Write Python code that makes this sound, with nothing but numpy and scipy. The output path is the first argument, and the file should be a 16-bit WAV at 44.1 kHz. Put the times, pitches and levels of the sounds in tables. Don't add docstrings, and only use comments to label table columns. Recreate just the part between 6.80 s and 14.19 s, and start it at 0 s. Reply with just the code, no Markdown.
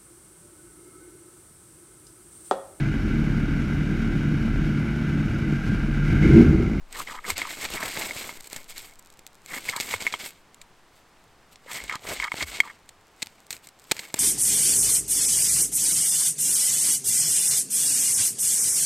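import sys
import numpy as np
from scipy import signal
from scipy.fft import rfft, irfft, next_fast_len
from scipy.io import wavfile
from scipy.ndimage import uniform_filter1d

SR = 44100
rng = np.random.default_rng(int(sys.argv[2]) if len(sys.argv) > 2 else 0)


def transcribe(signal):
    frames = np.atleast_2d(signal).T
    limited = np.clip(frames, -1, 1)
    pcm = np.round(limited * 32767).astype(np.int16)
    wavfile.write(sys.argv[1], SR, pcm)


N = 325899
LOW_EDGE_HZ, TOP_EDGE_HZ = 1450, 7240


def amp(db):
    return 10 ** (np.asarray(db) / 20)


def rms(x):
    return np.sqrt(np.mean(x ** 2) + 1e-20)


def in_time(rows):
    s, *columns = np.transpose(rows)
    return [np.interp(np.arange(N) / SR, s, c) for c in columns]


def cut(x, hz, kind, order=4):
    return signal.sosfilt(signal.butter(order, hz, kind, fs=SR, output="sos"), x + 1e-18)


def three_bands(x):
    middle = cut(cut(x, LOW_EDGE_HZ, "high"), TOP_EDGE_HZ, "low")
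    return cut(x, LOW_EDGE_HZ, "low"), middle, cut(x, TOP_EDGE_HZ, "high")


def colour(x, spectrum):
    size = next_fast_len(N + SR // 8, True) // 2 * 2
    hz, db = np.transpose(spectrum)
    bin_hz = np.arange(size // 2 + 1) * SR / size
    gain = amp(np.interp(np.log(bin_hz + 1), np.log(hz), db))
    cepstrum = irfft(np.log(gain / rms(gain)))
    cepstrum[1:size // 2] *= 2
    cepstrum[size // 2 + 1:] = 0
    return irfft(rfft(x, size) * np.exp(rfft(cepstrum)))[:N]


def flutter(per_s):
    points = np.clip(rng.standard_normal(N), -2, 2)
    return np.interp(np.arange(N) / SR * per_s, np.arange(N), points)


def grit(spread_db):
    x = rng.standard_normal(N) * amp(spread_db * np.minimum(rng.exponential(1, N), 6))
    return x / rms(x)


def ring(x, modes):
    out = 0
    for hz, db, ring_s in modes:
        decay = np.exp(-np.log(1000) / (ring_s * SR))
        turn = 2 * np.pi * hz / SR
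        feedback = [1, -2 * decay * np.cos(turn), decay * decay]
        out = out + amp(db) * signal.lfilter([0, np.sin(turn)], feedback, x + 1e-18)
    return out


# f/Hz, level/dB
AIR_COLOUR = [(12, -32.5), (20, -10.5), (68, -11), (277, -13), (347, -13.5), (446, -14), (527, -15),
              (738, -13.5), (1000, -13.5), (1090, -14), (9140, -33), (14700, -44.5), (16000, -42)]
# t/s, level/dB
WIND = [(0, -40), (.4, -48.5), (1.6, -51), (3.0, -59), (7.39, -72.5)]

def outdoors(air_db=-58, wind_hz=16):
    gusts = cut(rng.standard_normal(N), wind_hz, "low", order=3)
    hush = amp(air_db) * colour(rng.standard_normal(N), AIR_COLOUR)
    return hush + amp(in_time(WIND)[0]) * gusts / rms(gusts)


# f/Hz, level/dB
HISS_COLOUR = [(1000, -8), (4400, -0.5), (8200, -3.5), (10000, -5), (16000, -6.5)]

def hiss(level_db=-76, lowest_hz=1800):
    noise = cut(colour(rng.standard_normal(N), HISS_COLOUR), lowest_hz, "high", order=1)
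    return amp(level_db) * noise / rms(noise)


# t/s, level/dB, half-length/s
SLEEVE_MOVES = [(4.175, -64, 0.05), (4.729, -52.5, 0.013), (6.847, -50.5, 0.017)]

def sleeve():
    t = np.arange(N) / SR
    swell = sum(amp(db) * np.exp(-((t - s) / length) ** 2) for s, db, length in SLEEVE_MOVES)
    cloth = cut(colour(grit(spread_db=4.6), RASP_COLOUR), 2200, "high", order=2)
    return swell * cloth / rms(cloth)


# t/s, ticks per second, level/dB
SETTLING = [(0, 4, -40), (1.6, 70, -27), (2.0, 50, -29), (2.6, 30, -34), (3.7, 3, -44), (5.9, 4, -43),
            (6.5, 22, -35), (7.39, 20, -34)]

def shavings(spread_db=3.0, lowest_hz=5000):
    per_s, level = in_time(SETTLING)
    sizes = amp(level + spread_db * np.minimum(rng.exponential(1, N), 3))
    ticks = sizes * (rng.random(N) < per_s / SR)
    return cut(colour(ticks, SNAP_COLOUR), lowest_hz, "high", order=2)


# t/s, level/dB, f/Hz
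THUMPS = [(0.517, -37, 80.5), (.906, -42, 48), (3.139, -26, 494), (3.147, -39, 96), (4.862, -39.5, 510),
          (5.02, -43, 46), (5.32, -37, 382), (5.332, -32, 520), (5.38, -43, 44), (5.632, -37, 76),
          (5.68, -44, 47.6)]

def thumps(swell_cycles=0.75):
    out, age = np.zeros(N), np.arange(SR // 4) / SR
    for s, db, hz in THUMPS:
        at, swell = int(s * SR), age * hz / swell_cycles
        out[at:at + len(age)] -= amp(db) * swell * np.exp(1 - swell) * np.sin(2 * np.pi * hz * age)
    return out


# t/s, level/dB, length before stretching/s, lows/dB, brightness/dB
SNAPS = [(0.1267, -36, 0.0019, -17, 3), (0.5034, -22, 0.0026, -24, -3), (0.5803, -24, 0.0016, -8, 5),
         (0.851, -28.5, 0.0052, -3.5, -21), (0.938, -28.5, 0.0015, -8, -7),
         (1.173, -28.5, .0027, -0.5, -31), (1.607, -37, .001, -9, 0), (1.643, -39.5, 0.0014, -11, 3),
         (1.673, -39, 0.0026, -11, 8), (1.7305, -28.5, 0.0012, -10, 2), (1.762, -33, 0.0056, -7, -1),
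         (1.98, -29.5, .0012, -20, -6), (2.193, -43, 0.0028, -20, 13), (2.302, -47.5, 0.0017, -12, -4),
         (2.392, -44.5, 0.0021, -5, 0), (2.4658, -35, 0.0016, -25, 3), (2.661, -36, .0011, -13, 1),
         (2.896, -25.5, 0.0029, -13, -9), (2.963, -29, 0.0064, -9.5, -2), (3.001, -20.5, .0013, -8.5, -8),
         (3.007, -26, 0.005, -14, -4), (3.325, -30.5, 0.0053, -11, -26), (3.7447, -45, 0.0018, -17, 0),
         (3.815, -44, 0.0054, -14, -6), (4.758, -42, 0.0017, -12, -18), (4.933, -28, 0.00066, -22, 7),
         (5.039, -35.5, 0.0025, -3.5, 0), (5.1553, -27, 0.0014, -7, -8), (5.441, -25.5, 0.0021, -15, -26),
         (5.542, -32.5, 0.00038, 12.5, -14), (5.6255, -23, 0.0035, -12, -27),
         (6.091, -39.5, 0.003, -19, -8), (6.421, -28.5, 0.0058, -14.5, -13), (6.4267, -26, 0.0026, -10, -8),
         (6.4604, -39, .0013, -22, -3), (6.47, -34.5, 0.0012, -7, -8), (6.706, -27.5, 0.0035, -14, -2),
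         (6.7283, -30.5, .0028, -20, -4), (6.7664, -39, .001, -8, -6), (6.871, -41, 0.0027, -14, 0),
         (6.8884, -43, .0018, -24, 0), (7.1132, -19.5, 0.0053, -10.5, -16), (7.1172, -18.5, 0.0022, 0, 1),
         (7.167, -33.5, 0.0026, -13, -9), (7.1922, -28.5, 0.0044, -17, -13),
         (7.342, -21.5, 0.0022, -3.5, 0)]
# f/Hz, level/dB
SNAP_COLOUR = [(40, -14.5), (110, -6.5), (750, -10.5), (1200, -17.5), (2350, -2), (2850, -9), (4100, -4),
               (6000, -11), (6700, -8), (8400, -5.5), (9700, -21), (12300, -12.5), (16000, -23.5)]
# f/Hz, level/dB, ring time/s
BLADE_MODES = [(900, -41, 0.036), (4480, -30.5, 0.0088), (7950, -48, 0.025)]

def snaps(stretch=1.48, tail_db=-20, tail_s=0.0028, first_break=7):
    age = np.arange(SR // 20) / SR
    breaks = grit(spread_db=2.5)
    drives = np.zeros((3, N + len(age)))
    for s, db, length, lows, brightness in SNAPS:
        at = int(s * SR)
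        burst = np.take(breaks, at + np.arange(len(age)), mode="wrap")
        burst[0] = -first_break
        burst *= np.exp(-(age / (stretch * length)) ** 2) + amp(tail_db) * np.exp(-age / tail_s)
        burst *= np.sqrt(length * SR / np.sum(burst ** 2))
        share = np.array([1, amp(brightness)]) / np.hypot(1, amp(brightness))
        drives[:, at:at + len(age)] += amp(db) * np.outer([amp(lows), *share], burst)
    click = signal.unit_impulse(N)
    tone = (colour(click, SNAP_COLOUR) + ring(click, BLADE_MODES))[:len(age)]
    return sum(signal.oaconvolve(drive, band / np.linalg.norm(band))[:N]
               for drive, band in zip(drives, three_bands(tone)))


# f/Hz, level/dB, ring time/s
LOW_MODES = [(1015, -4.5, 0.02), (1246, 3.5, 0.013)]
MAIN_MODES = [(2110, 5.5, 0.0038), (2184, -3.5, 0.027)]
HIGH_MODES = [(3220, 2, 0.022)]
# t/s, main ring level/dB, low ring against main/dB, high ring against main/dB
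CATCHES = [(0.502, -18.5, -5.5, -23), (0.6172, -17, -13, -15), (1.3088, -21.5, -14, -30),
           (1.4922, -28.5, -3, -26), (2.889, -16.5, -33, -29), (3.139, -17, -4, -22),
           (3.2667, -12.5, -16, -29), (3.274, -20, -14, -26), (3.339, -21, 0.0, -5.5),
           (5.0962, -20.5, -10.5, -28), (5.1233, -29.5, -12, -8), (5.3997, -18, -10.5, -15),
           (5.4243, -21, -26, -21), (5.4437, -19, -28, -17), (5.5184, -18.5, -5, -18),
           (5.6112, -20.5, -10, -29), (5.8026, -5, -21.5, -16)]

def catches(ring_db=2.5, give_s=0.00095, crack_db=-15, crack_s=0.0031):
    s, main, low, high = np.transpose(CATCHES)
    at = np.round(s * SR).astype(int)
    age = np.arange(SR // 200) / SR
    knocks = 0
    for modes, db in ((MAIN_MODES, main), (LOW_MODES, main + low), (HIGH_MODES, main + high)):
        clicks = np.zeros(N)
        clicks[at] = amp(db + ring_db)
        release = np.exp(-age / give_s) * np.cos(2 * np.pi * modes[0][0] * age) * 2 / (give_s * SR)
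        knocks = knocks + ring(np.convolve(clicks, release)[:N], modes)
    bites = np.zeros(N)
    bites[at] = amp(main + crack_db)
    crack_fade = signal.lfilter([1], [1, -np.exp(-1 / (crack_s * SR))], bites + 1e-18)
    return knocks + colour(crack_fade * rng.standard_normal(N), SNAP_COLOUR)


# t/s, length/s, level at the end/dB, dip in the slipping rate/Hz
JUDDERS = [(.14, 0.079, -39, 1100), (.272, 0.12, -40.5, 1100), (.44, 0.058, -40, 1058),
           (.62, .07, -39.5, 953), (.692, 0.025, -41.5, 153), (0.816, 0.049, -41, 307),
           (0.961, .07, -36, 906), (1.125, 0.053, -39, 253.7), (2.69, 0.094, -40.5, 250),
           (2.922, 0.065, -34.5, 1100), (4.871, 0.054, -44.5, 748), (4.949, 0.057, -37.5, 100),
           (5.093, .073, -35.5, 904), (5.413, .07, -32.5, 845), (5.595, 0.045, -36, 99),
           (5.82, 0.065, -46.5, 905), (5.884, 0.033, -44, 400)]

def judder_course(base_hz=2175, dip_place=.64, dip_width=.4, swell_db=5, fade_s=0.00588):
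    t = np.arange(N) / SR
    rate_hz, strength = np.full(N, float(base_hz)), np.zeros(N)
    for s, length, db, dip_hz in JUDDERS:
        near = slice(*np.searchsorted(t, [s - fade_s / 2, s + length + fade_s / 2]))
        age = t[near] - s
        progress = age / length
        rate_hz[near] = base_hz - dip_hz * np.exp(-((progress - dip_place) / dip_width) ** 2)
        touching = np.clip(np.minimum(age, length - age) / fade_s + .5, 0, 1)
        strength[near] += touching * amp(db + swell_db * (progress - 1))
    return rate_hz, strength


def knife_and_stick(slips, ring_db=-24, lowest_hz=850, highest_hz=4500):
    sound = slips + amp(ring_db) * ring(slips, LOW_MODES + MAIN_MODES + HIGH_MODES)
    return cut(cut(sound, lowest_hz, "high", order=8), highest_hz, "low", order=2)


def judder(width_hz=430, waver_db=7.0, stray_db=-5):
    rate_hz, strength = judder_course()
    uneven = cut(rng.standard_normal(N) + 1j * rng.standard_normal(N), width_hz, "low", order=2)
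    slips = np.real(uneven * np.exp(2j * np.pi * np.cumsum(rate_hz) / SR))
    slips = slips / rms(slips) + amp(stray_db) * rng.standard_normal(N)
    loudness = np.sqrt(uniform_filter1d(knife_and_stick(slips) ** 2, size=600) + 1e-12)
    waver = amp(waver_db * flutter(per_s=380))
    return knife_and_stick(slips / loudness * strength * waver)


# t/s of the hardest push, rise/s, fall/s, level/dB, lows/dB, brightness/dB
STROKES = [(0.208, 0.07, 0.036, -35.5, -9, -1), (0.309, 0.064, 0.097, -46, -5.5, -6.5),
           (0.506, 0.05, 0.027, -31.5, -6.5, -1), (0.578, 0.017, 0.09, -35.5, -6.5, -10),
           (0.722, 0.071, 0.041, -37, -13.5, -0.5), (0.849, 0.085, 0.028, -34, -8, -5),
           (0.956, 0.072, 0.053, -35, -8, -3.5), (1.057, 0.076, 0.071, -34.5, -4.5, -2.5),
           (1.229, 0.144, 0.11, -33.0, -8.5, -1), (1.405, 0.21, 0.17, -38.0, -8, -1),
           (1.655, 0.015, 0.02, -48, -12.5, 3.5), (1.736, 0.038, 0.1, -44.5, -9.0, 0.5),
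           (1.906, 0.022, 0.026, -41, -15, 2), (1.995, 0.04, 0.018, -38.5, -15, -3.0),
           (2.031, 0.031, 0.075, -46.5, -12, 4), (2.766, 0.076, 0.046, -36.5, -8, 1.5),
           (2.9, 0.083, 0.05, -35.5, -9.5, -4), (3.021, 0.054, 0.15, -38.5, -13.0, -2.5),
           (3.139, 0.07, 0.033, -32.5, -9, -2.5), (3.219, 0.031, 0.093, -36.5, -8, -4.5),
           (3.328, 0.0083, 0.061, -44, -5, -8), (3.403, 0.016, 0.095, -39, -11.5, -5),
           (3.467, 0.04, 0.023, -35, -16.5, 3), (4.963, 0.076, 0.059, -36.5, -10.5, -2.5),
           (5.138, 0.14, 0.041, -46, -6.5, -11.5), (5.326, 0.075, 0.032, -34.5, -2, -2.5),
           (5.419, 0.16, 0.06, -42.5, -8.5, -10), (5.632, 0.086, 0.014, -34.5, -7.5, -4.5),
           (5.685, 0.023, 0.022, -36, -11, -3), (5.763, 0.055, 0.057, -38.0, -8, -7),
           (5.854, 0.017, 0.088, -51.5, -6.0, -8), (6.408, 0.037, 0.22, -57, -14, -2),
           (6.729, 0.02, 0.034, -38, -16.5, 1), (7.225, 0.15, 0.093, -44, -12, -0.5),
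           (7.379, 0.022, 0.036, -36, -10.5, 1.5)]

def pressure(depth_db=12.5, rise_power=1.79, fall_power=1.24):
    rest_db, rest_lows_db, rest_bright_db = -73.5, -14, 0.5
    t = np.arange(N) / SR
    power = np.full(N, amp(rest_db) ** 2)
    lows, bright = power * rest_lows_db, power * rest_bright_db
    for s, rise, fall, db, lows_db, bright_db in STROKES:
        near = slice(*np.searchsorted(t, [s - 5 * rise, s + 5 * fall]))
        age = t[near] - s
        slack = np.where(age < 0, np.abs(age / rise) ** rise_power, np.abs(age / fall) ** fall_power)
        stroke = amp(db - depth_db * slack) ** 2
        power[near] += stroke
        lows[near] += stroke * lows_db
        bright[near] += stroke * bright_db
    return 10 * np.log10(power), lows / power, bright / power


# f/Hz, level/dB
RASP_COLOUR = [(40, -9.5), (90, -9.5), (300, -2.5), (800, -5.5), (1150, -9.5), (1800, -12), (2200, -5),
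               (2800, -5.5), (4400, -6.5), (6000, -13.5), (8200, -6), (9800, -19), (12500, -10),
               (16000, -22)]

def rasp(edge_db=-2.5, rub_db=2.0, grain_db=2.5, slip_db=2.5, shift_db=3.0,
         splinters_per_s=70, splinter_db=17, sing_db=-25, sing_waver_db=4.0):
    level, lows, brightness = pressure()
    force = amp(level + slip_db * flutter(per_s=600))
    splinters = (rng.random(N) < splinters_per_s / SR) * amp(splinter_db)
    scrape = colour(grit(grain_db) - splinters, RASP_COLOUR)
    grip = amp(sing_db + sing_waver_db * flutter(per_s=45))
    scrape += ring(grip * grit(grain_db), MAIN_MODES)
    low, middle, top = (band * amp(shift_db * flutter(per_s=110)) for band in three_bands(scrape))
    edge = middle * amp(-brightness / 2) + top * amp(brightness / 2)
    edge /= rms(cut(scrape, 2700, "high"))
    rub = amp(rub_db + lows) * low / rms(low)
    return force * (amp(edge_db) * edge + rub)


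def smear(sound, level_db=-23, treble_db=-24, fade_s=0.0028, build_s=0.0031):
    age = np.arange(SR // 10) / SR
    blur = rng.standard_normal(len(age)) * np.exp(-age / fade_s) * (1 - np.exp(-age / build_s))
    blurred = signal.oaconvolve(sound, blur / np.linalg.norm(blur))[:N]
    return amp(level_db) * blurred + amp(treble_db) * cut(blurred, 6800, "high", order=2)


def scene():
    mid = rasp() + judder() + catches() + snaps() + thumps() + shavings() + sleeve() + outdoors()
    side = smear(mid) + hiss()
    return np.array([mid + side, mid - side])


def record(dry):
    cutoff_hz = 16100
    return signal.sosfilt(signal.ellip(10, .2, 80, cutoff_hz, fs=SR, output="sos"), dry)


dry = scene()
out = record(dry)
transcribe(out)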